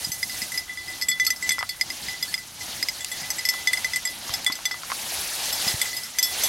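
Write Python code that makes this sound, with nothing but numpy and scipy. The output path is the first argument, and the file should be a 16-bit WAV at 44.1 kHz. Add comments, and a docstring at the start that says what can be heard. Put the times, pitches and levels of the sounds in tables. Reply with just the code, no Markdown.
"""A field of tall dry weeds: a dog bounds through it and comes running up close.
The clapper of its small collar bell strikes unevenly, ringing the wall's modes and then choking them.
Leaves swish and crackle along its body with each bound, over a low trampling rumble and faint far air.
Paws thud on soft ground, stalks snap, and a hand-held camera gives a few hollow plastic clicks."""
import sys
import numpy as np
from scipy import signal
from scipy.io import wavfile
from scipy.ndimage import uniform_filter1d

SR = 44100
rng = np.random.default_rng(int(sys.argv[2]) if len(sys.argv) > 2 else 0)


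def inscribe(sig):
    """Save sig as 16-bit PCM at rate SR to the path in sys.argv[1].

    A 1-D sig is mono; a 2-D sig holds one channel per row.
    Samples are clipped to [-1, 1] before scaling.
    """
    pcm = np.round(np.clip(np.atleast_2d(sig).T, -1, 1) * 32767)
    wavfile.write(sys.argv[1], SR, pcm.astype(np.int16))


N = 285768
TIME = np.arange(N) / SR
SIDES = np.array([[1], [-1]])  # left, right

# Clapper hits on the bell: (time [s], fundamental level [dB], second mode level [dB],
# overtone level [dB], pitch the struck spot favours [Hz], fundamental t60 [s])
CLAPPER_HITS = [(0.045, -34, -48, -20.5, 5000, 0.15), (0.1177, -40, -49, -23.5, 6155, 0.63),
                (0.229, -18, -31, -19, 5000, 0.052), (0.2962, -33, -47, -28, 5000, 0.24),
                (0.4178, -26, -53, -22, 5000, 0.11), (0.519, -26, -66, -27, 8810, 0.077),
                (0.542, -27.5, -48, -36, 6155, 0.25), (0.5755, -26, -45, -18.5, 5000, 0.19),
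                (0.694, -27.5, -43, -56, 6155, 0.21), (0.773, -29, -41.5, -35, 5000, 0.33),
                (0.881, -29, -57, -33, 5000, 0.25), (1.0127, -33, -50, -24.5, 4424, 0.25),
                (1.022, -24, -38, -19.5, 5412, 0.16), (1.085, -23.5, -29, -16.5, 7680, 1.0),
                (1.1146, -21, -25, -24, 4424, 0.21), (1.198, -12.5, -28.5, -20.5, 6155, 0.19),
                (1.2483, -27, -49, -23.5, 6155, 0.11), (1.2657, -22, -31, -12.5, 4424, 0.1),
                (1.3036, -17, -35, -16.5, 6155, 0.12), (1.361, -40, -58, -32.5, 5412, 0.2),
                (1.425, -23.5, -55, -27, 7680, 0.6), (1.473, -30, -43, -34, 6155, 0.19),
                (1.4916, -16.5, -27, -14.5, 6155, 0.045), (1.5068, -15, -18, -24, 7680, 0.022),
                (1.518, -20, -29.5, -21, 8810, 0.18), (1.589, -24, -39.5, -26.5, 5412, 0.19),
                (1.6915, -31, -37.5, -22.5, 4424, 0.25), (1.811, -17, -32.5, -14, 5000, 0.062),
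                (1.9021, -25.5, -43, -23, 5000, 0.056), (2.084, -29.5, -48, -28, 5000, 0.44),
                (2.1407, -29, -49, -41, 4424, 0.13), (2.226, -28, -28.5, -17.5, 5000, 0.11),
                (2.3406, -19, -26.5, -15.5, 5000, 0.042), (2.3777, -32, -58, -30, 5000, 0.21),
                (2.609, -30.5, -53, -35, 6155, 0.091), (2.827, -15.5, -35, -14, 5000, 0.022),
                (2.8856, -20.5, -48, -15, 5000, 0.049), (3.0062, -35, -36.5, -31.5, 7680, 0.27),
                (3.1157, -28, -33, -28, 7680, 0.18), (3.2309, -31, -51, -34.5, 5000, 0.21),
                (3.303, -30.5, -54, -18, 6155, 0.096), (3.3838, -25.5, -68, -27, 7680, 0.36),
                (3.3916, -26, -52, -25.5, 5000, 0.11), (3.4521, -22, -36, -18, 5412, 0.16),
                (3.488, -19.5, -34, -13, 5412, 0.15), (3.5337, -29, -40, -36, 5412, 0.52),
                (3.6724, -13, -23, -18, 6155, 0.12), (3.733, -14.5, -25.5, -20.5, 8810, 0.076),
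                (3.772, -22, -38, -25.5, 5000, 0.077), (3.845, -16, -33, -22.5, 6155, 0.091),
                (3.9342, -19, -32, -23.5, 5412, 0.099), (3.9593, -18, -42, -19.5, 8810, 0.095),
                (4.0518, -24, -39, -21, 7680, 0.34), (4.0739, -29.5, -39, -24.5, 5000, 0.26),
                (4.3386, -28, -32, -17.5, 5412, 0.11), (4.4639, -18, -18, -19.5, 8810, 0.17),
                (4.5214, -25, -52, -20, 4424, 0.069), (4.5535, -35, -53, -28.5, 6155, 0.14),
                (4.6541, -19.5, -23.5, -17.5, 6155, 0.11), (4.7122, -25, -36, -27.5, 5412, 0.21),
                (5.526, -43, -36, -21, 5412, 0.41), (5.6776, -27.5, -31, -16.5, 5000, 0.22),
                (5.8148, -20, -23, -15.5, 8810, 0.076), (5.8554, -29, -43, -37, 7680, 0.28),
                (5.9297, -31, -43, -31, 4424, 0.27), (5.966, -38.5, -49, -23, 5000, 0.5),
                (6.0338, -41.5, -51, -29, 5412, 0.3), (6.1859, -22.5, -29, -13, 6155, 0.13),
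                (6.2273, -31.5, -30.5, -13.5, 5412, 1.0), (6.4356, -33.5, -29, -15.5, 6155, 0.48)]
# Modes of the bell wall: (pitch [Hz], level among the overtones [dB],
# shortness [0 = rings like the fundamental, 1 = like an overtone])
BELL_MODES = [(2005.6, 0, 0.0044), (3434, 0, .3), (4424, -2, .9), (5000, 4, 1), (5412, -5.5, 0.8),
              (6155, -3.5, 0.97), (7680, 0, .9), (8810, -5, 1), (11406, -1.5, 0.82), (11510, -5.5, .9),
              (12000, -12, 1), (12600, -11.5, 0.79), (13800, -12, 0.62), (14900, -16, 1)]


def from_db(db):
    """Decibels to gain."""
    return np.exp(np.asarray(db) * (np.log(10) / 20))


def at_hz(points, hz):
    """Read a curve on a log-frequency axis."""
    points = np.array(points)
    return np.interp(np.log(hz), np.log(points[:, 0]), points[:, 1])


def band(x, low_hz, high_hz):
    """Second-order Butterworth band-pass."""
    sos = signal.butter(2, [low_hz, min(high_hz, .45 * SR)], "band", fs=SR, output="sos")
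    return signal.sosfilt(sos, x + 1e-18)


def drift(rate_hz):
    """Smooth random modulation with unit rms, drawn every 40 samples."""
    pole = np.exp(-80 * np.pi * rate_hz / SR)
    slow = signal.lfilter([1], [1, -2 * pole, pole * pole], rng.standard_normal(N // 40 + 2002))[2000:]
    slow /= np.sqrt(np.mean(slow ** 2) + 1e-20)
    return np.interp(np.arange(N) / 40, np.arange(len(slow)), slow)


def fade(age, t60):
    """Exponential decay, 60 dB down after t60 seconds."""
    return np.exp(-np.log(1000) * age / t60)


def ring(clicks, hz, t60):
    """Resonator: a unit click sets a sine of height 1 ringing."""
    radius, angle = fade(1 / SR, t60), 2 * np.pi * hz / SR
    return signal.lfilter([0, np.sin(angle)], [1, -2 * radius * np.cos(angle), radius ** 2],
                          clicks + 1e-18)


def impulses(times, levels_db):
    """One click per event."""
    out = np.zeros(N)
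    out[np.clip(np.round(np.asarray(times) * SR).astype(int), 0, N - 1)] = from_db(levels_db)
    return out


def bursts(times, levels_db, t60):
    """A quickly dying puff of noise per event."""
    envelope = signal.lfilter([1], [1, -fade(1 / SR, t60)], impulses(times, levels_db) + 1e-18)
    return envelope * rng.standard_normal(N)


def banded_noise(spectrum, flicker_db, flicker_hz, sheen_db=0):
    """Stereo noise, normalised before each band flickers on its own and sheen lifts the treble."""
    # Stereo image: (frequency [Hz], left-right correlation [0..1])
    correlation = [(60, 0.97), (150, 1), (330, 0.83), (700, 0.87), (1400, 0.88), (2800, 1), (5500, 1),
                   (9000, 0.81), (14000, 0.69)]
    low, high = spectrum[0][0], min(spectrum[-1][0], .44 * SR)
    edges = np.geomspace(low, high, int(2.6 * np.log2(high / low)) + 1)
    white, out, power = rng.standard_normal((2, 2, N)), 0, 0
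    for k, (low, high) in enumerate(zip(edges, edges[1:])):
        mid, side = band(white[k % 2], low, high)
        hz = np.sqrt(low * high)
        alike, gain = at_hz(correlation, hz), from_db(at_hz(spectrum, hz))
        treble = at_hz([(4000, 0), (10000, 1)], hz)
        power += 2 * gain ** 2 * np.var(mid)
        gain = gain * from_db(flicker_db * drift(flicker_hz) + treble * sheen_db)
        out = out + gain * (np.sqrt(1 + alike) * mid + np.sqrt(1 - alike) * side * SIDES)
    return out / np.sqrt(power)


def thicket(x, scatter_db, t60):
    """Stalks and ground scatter a short diffuse tail, different at each ear."""
    age = TIME[:SR // 4]
    tail = rng.standard_normal((2, len(age))) * fade(age, t60) * (age > .001)
    tail /= np.sqrt(np.sum(tail ** 2, axis=1, keepdims=True))
    return x + from_db(scatter_db) * signal.fftconvolve(np.atleast_2d(x), tail, axes=1)[:, :N]


def far_air(level_db=-58):
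    """A faint, flickering bed of distant air."""
    # Colour of the air: (frequency [Hz], relative density [dB])
    air_colour = [(300, -8.5), (520, -25), (800, -16), (1300, 41), (3000, -0.5), (15000, 17)]
    return from_db(level_db) * banded_noise(air_colour, flicker_db=4.0, flicker_hz=13.0)


def swish_envelope(stir_db=-48, stir_sheen_db=-1, release_ratio=1.38):
    """Bounds swell and fall, adding in power over a steady stir of leaves. Gives level and sheen in dB."""
    # Bounds through the leaves: (peak time [s], level [dB], swell time [s], treble sheen [dB])
    bounds = [(.02, -41.5, 0.04, 2.5), (.25, -47, 0.17, 9.5), (.39, -41.5, 0.067, 3),
              (.56, -42, 0.031, -0.5), (.93, -45, 0.069, -1), (1.28, -48.5, 0.053, 4),
              (1.47, -41, 0.043, -1.5), (1.918, -43, 0.073, -4), (2.061, -40, 0.069, -3),
              (2.289, -45, 0.068, 2), (2.699, -39, 0.083, -3), (2.939, -44, .13, -2),
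              (3.199, -38.5, 0.066, -4.5), (3.349, -41, .055, -2), (3.572, -41, 0.14, -4),
              (3.799, -40, 0.089, -2.5), (4.079, -43.5, 0.2, -4), (4.319, -38, 0.066, -6.5),
              (4.601, -45, 0.18, -7), (5.04, -37.5, 0.14, -1), (5.2, -35.5, 0.067, -1.5),
              (5.47, -33.5, 0.14, -2), (5.67, -32.5, 0.057, -1), (5.839, -37.5, 0.059, -1),
              (5.989, -43, 0.085, -0.5), (6.279, -39.5, 0.089, 0.5), (6.451, -31, 0.092, -2.5)]
    power = from_db(stir_db) ** 2
    sheen = power * stir_sheen_db
    for peak_s, db, swell_s, sheen_db in bounds:
        width = np.where(TIME < peak_s, swell_s, swell_s * release_ratio)
        bound = from_db(db) ** 2 * np.exp(-np.minimum(((TIME - peak_s) / width) ** 2, 20))
        power, sheen = power + bound, sheen + bound * sheen_db
    return 10 * np.log10(power), sheen / power


def leaves(swish_db, sheen_db, level_db=6.5):
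    """Countless dry leaves brush the dog's coat and merge into a swish."""
    # Colour of the swish: (frequency [Hz], relative density [dB])
    leaf_colour = [(300, -10.5), (480, -10), (780, -1.5), (1250, -10.5), (1700, -4), (2600, -4.5),
                   (4000, -0.5), (6000, -1), (7800, -5), (11000, -2), (13800, -13), (16000, -15)]
    rustle = banded_noise(leaf_colour, flicker_db=2.0, flicker_hz=26.0, sheen_db=sheen_db)
    return from_db(swish_db + level_db) * rustle


def crackle(swish_db, per_s=400, size_db=2.4, level_db=5.5):
    """Single brittle leaves crack at random pitches, their level riding the swish."""
    accents_db = size_db * np.minimum(rng.exponential(1, N), 4)
    sizes = from_db(swish_db + level_db + accents_db) * rng.choice([-1, 1], N)
    cracks = sizes * (rng.random(N) < per_s / SR)
    pitches = np.geomspace(2200, 12000, 12)
    pitch_index = rng.integers(0, len(pitches), N)
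    return sum(ring(cracks * (pitch_index == k), hz, t60=1.6 / hz) for k, hz in enumerate(pitches))


def trampling(swish_db, level_db=-52.5, follow=0.66, stride_s=0.83):
    """Stalks and soil rumble under each bound and ease off in between."""
    # Colour of the rumble: (frequency [Hz], relative density [dB])
    rumble_colour = [(12, -42), (20, -9), (86, 2), (118, -1.5), (155, -2.5), (242, -2), (276, 3.5),
                     (377, -18), (500, -18), (650, -34), (1100, -120)]
    swing_db = swish_db - uniform_filter1d(swish_db, int(stride_s * SR))
    rumble = banded_noise(rumble_colour, flicker_db=2.5, flicker_hz=8.7)
    return from_db(level_db + follow * swing_db) * rumble


def mode_levels(favour_db=13, favour_shape=0.26, tilt_per_octave=0.38, chance_db=1.2):
    """Mode levels per hit, in dB: the struck spot favours one overtone, and hard hits are brighter."""
    _, fundamental_db, second_db, overtones_db, spot_hz, _ = np.transpose(CLAPPER_HITS)[:, :, None]
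    hz, db, _ = np.transpose(BELL_MODES)[:, 2:]
    octaves = np.log2(hz / spot_hz)
    hardness_db = overtones_db - fundamental_db
    db = db - favour_db * np.abs(octaves) ** favour_shape + tilt_per_octave * hardness_db * octaves
    db = db + chance_db * rng.uniform(-1.2, 1, db.shape)
    share_db = db - 10 * np.log10(np.sum(from_db(db) ** 2, axis=1, keepdims=True))
    return np.hstack([fundamental_db, second_db, overtones_db + share_db])


def bell(level_db=1.16, contact_s=0.00051, settle_s=0.11, hold=1.24, choke_share=0.42, press=.03,
         doppler=0.001245, twin_share=0.38, twin_beat_hz=72, flutter_db=1.0, pan_db=0.85):
    """Each hit restarts the modes; they ring until the clapper settles on the wall and chokes them."""
    times, *_, fundamental_t60 = np.transpose(CLAPPER_HITS)
    overtone_t60 = np.minimum(.042 + .17 * fundamental_t60, 0.0958)
    heights = from_db(level_db + mode_levels())
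    hit = np.maximum(np.searchsorted(times, TIME, side="right") - 1, 0)  # latest hit at each sample
    age = np.maximum(TIME - times[hit], 0)
    free = (TIME >= times[0]) / (1 + (age / settle_s) ** 6)
    # the clapper chatters on the wall for the first milliseconds, roughening every mode
    chatter = 0.3 * fade(age, t60=0.012) * drift(330)
    # tumbling shifts the pitch a little and swings each mode's lobes, so its level flutters
    tumble = doppler * drift(7.9)
    attack_pole = np.exp(-1 / (contact_s * SR))
    out = 0
    for k, (hz, _, shortness) in enumerate(BELL_MODES):
        t60 = np.abs(fundamental_t60) ** (1 - shortness) * np.abs(overtone_t60) ** shortness
        detune, facing, twin_side, twin_start = rng.uniform(-1, 1, size=(len(times), 4)).T
        pitch = hz * (1 + .006 * shortness * detune)
        # a clapper that stays pressed to the wall damps the fundamental and raises it
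        pitch = pitch * (1 + press * (1 - shortness) * np.exp(-(t60 / 0.07) ** 2))
        decay = fade(age, hold * t60[hit]) / (1 + (age / (choke_share * t60[hit])) ** 4)
        envelope = heights[hit, k] * decay * free
        envelope = signal.lfilter([1 - attack_pole], [1, -attack_pole], envelope + 1e-18)
        phase = 2 * np.pi * np.cumsum(pitch[hit] * (1 + tumble)) / SR + chatter
        # the wall is not quite round: each overtone beats with a weaker twin
        beat_cycles = twin_beat_hz * np.sign(twin_side)[hit] * age + twin_start[hit]
        twin = twin_share * shortness * np.sin(phase + 2 * np.pi * beat_cycles)
        tone = envelope * from_db(flutter_db * drift(74)) * (np.sin(phase) + twin)
        out = out + tone * from_db(pan_db * facing * SIDES)[:, hit]
    return out


def clapper_ticks(tick_db=-2.5, clack_db=12.5):
    """Metal ticks on metal; the wall, stiffened by the clapper, clacks just above its fundamental."""
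    times, fundamental_db, _, overtones_db, _, _ = np.transpose(CLAPPER_HITS)
    tick = bursts(times, overtones_db + tick_db, t60=0.014)
    clack = bursts(times, (fundamental_db + overtones_db) / 2 + clack_db, t60=0.016)
    return band(tick, low_hz=1730, high_hz=9400) + band(clack, low_hz=2013, high_hz=2240)


def clapper_grazes(per_s=5.0, level_db=-37.5):
    """The loose clapper grazes the wall at random and wakes only the fundamental."""
    touches = rng.random(N) < per_s / SR
    return from_db(level_db) * ring(touches, BELL_MODES[0][0], t60=0.19)


def paw_thuds():
    """Soft ground answers a paw with a few low cycles."""
    # Paw landings: (time [s], level [dB], pitch [Hz])
    landings = [(0.071, -30, 167), (0.093, -26, 147), (.421, -31, 244), (1.499, -35, 160), (2.08, -34, 165),
                (3.22, -33, 150), (4.297, -23.5, 87), (4.498, -28.5, 277.4), (5.667, -25, 200),
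                (5.741, -18, 118.3)]
    ground = sum(ring(impulses([s], [db]), hz, t60=0.03) for s, db, hz in landings)
    return band(ground, low_hz=56, high_hz=900)


def stalk_snaps(level_db=-0.5):
    """A dry stalk breaks with one bright crack."""
    # Breaking stalks: (time [s], level [dB])
    breaks = [(1.2513, -17.5), (3.0463, -11), (3.538, -20), (3.732, -10.5), (4.3364, -21), (4.446, -13.5)]
    times, break_db = np.transpose(breaks)
    return band(bursts(times, break_db + level_db, t60=0.0065), low_hz=2800, high_hz=11800)


def collar_pings():
    """Buckle and ring of the collar touch, one faint note per contact."""
    # Contacts of the fittings: (time [s], level [dB], pitch [Hz], t60 [s])
    contacts = [(1.275, -32.5, 1316, 0.12), (2.281, -40, 1725, 0.26), (2.278, -34, 4440, 0.22)]
    return sum(ring(impulses([s], [db]), hz, t60) for s, db, hz, t60 in contacts)


def camera_clicks(tap_db=-3.0, rub_db=3.5, lean_db=11.0):
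    """A finger clicks and rubs on the hollow plastic case; its modes lean left and right by turns."""
    # Finger clicks on the case: (time [s], level [dB])
    clicks = [(1.583, -19), (1.609, -22), (1.6281, -14.5), (3.5396, -25), (4.2937, -24), (4.476, -23.5),
              (4.5006, -21), (4.59, -29.5), (4.711, -23.5), (4.743, -25.5), (4.834, -25), (4.9013, -22),
              (4.907, -27), (4.9183, -14.5), (5.802, -30)]
    # Resonances of the case: (pitch [Hz], level [dB], t60 [s])
    case_modes = [(755, -47, 0.042), (1096, -16.5, 0.04), (1390, -3.5, 0.0058), (2070, -6, 0.0078),
                  (3020, -7.5, 0.0027), (4700, -13, 0.005)]
    times, click_db = np.transpose(clicks)
    taps = impulses(times, click_db + tap_db)
    body = sum(from_db(db + lean_db * SIDES * (-1) ** k) * ring(taps, hz, t60)
               for k, (hz, db, t60) in enumerate(case_modes))
    rub = band(bursts(times, click_db + rub_db, t60=0.053), low_hz=800, high_hz=1490)
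    return band(body + rub, low_hz=720, high_hz=9260)


def scene():
    """Jingle and brush pan gently with the dog; rumble and far air lie all round."""
    # The dog's path across the stereo field: (time [s], left minus right [dB])
    bearing = [(0, -0.9), (1.8, -0.3), (2.7, 0), (3.8, -0.2), (4.3, 0), (5.2, .8), (6.4, -1)]
    bearing_db = np.interp(TIME, *np.transpose(bearing))
    swish_db, sheen_db = swish_envelope()
    air = far_air()
    collar = bell() + clapper_ticks() + clapper_grazes() + collar_pings()
    jingle = thicket(collar, scatter_db=-15.5, t60=0.028)
    swish = leaves(swish_db, sheen_db)
    cracks = thicket(crackle(swish_db) + stalk_snaps(), scatter_db=-7.5, t60=0.014)
    dog = (jingle + swish + cracks) * from_db(bearing_db * SIDES / 2)
    return dog + camera_clicks() + paw_thuds() + trampling(swish_db) + air


def record(dry):
    """A steep low-pass shaves off the very top."""
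    cutoff_hz = 15900
    return signal.sosfilt(signal.ellip(12, .1, 80, cutoff_hz, fs=SR, output="sos"), dry)


dry = scene()
out = record(dry)
inscribe(out)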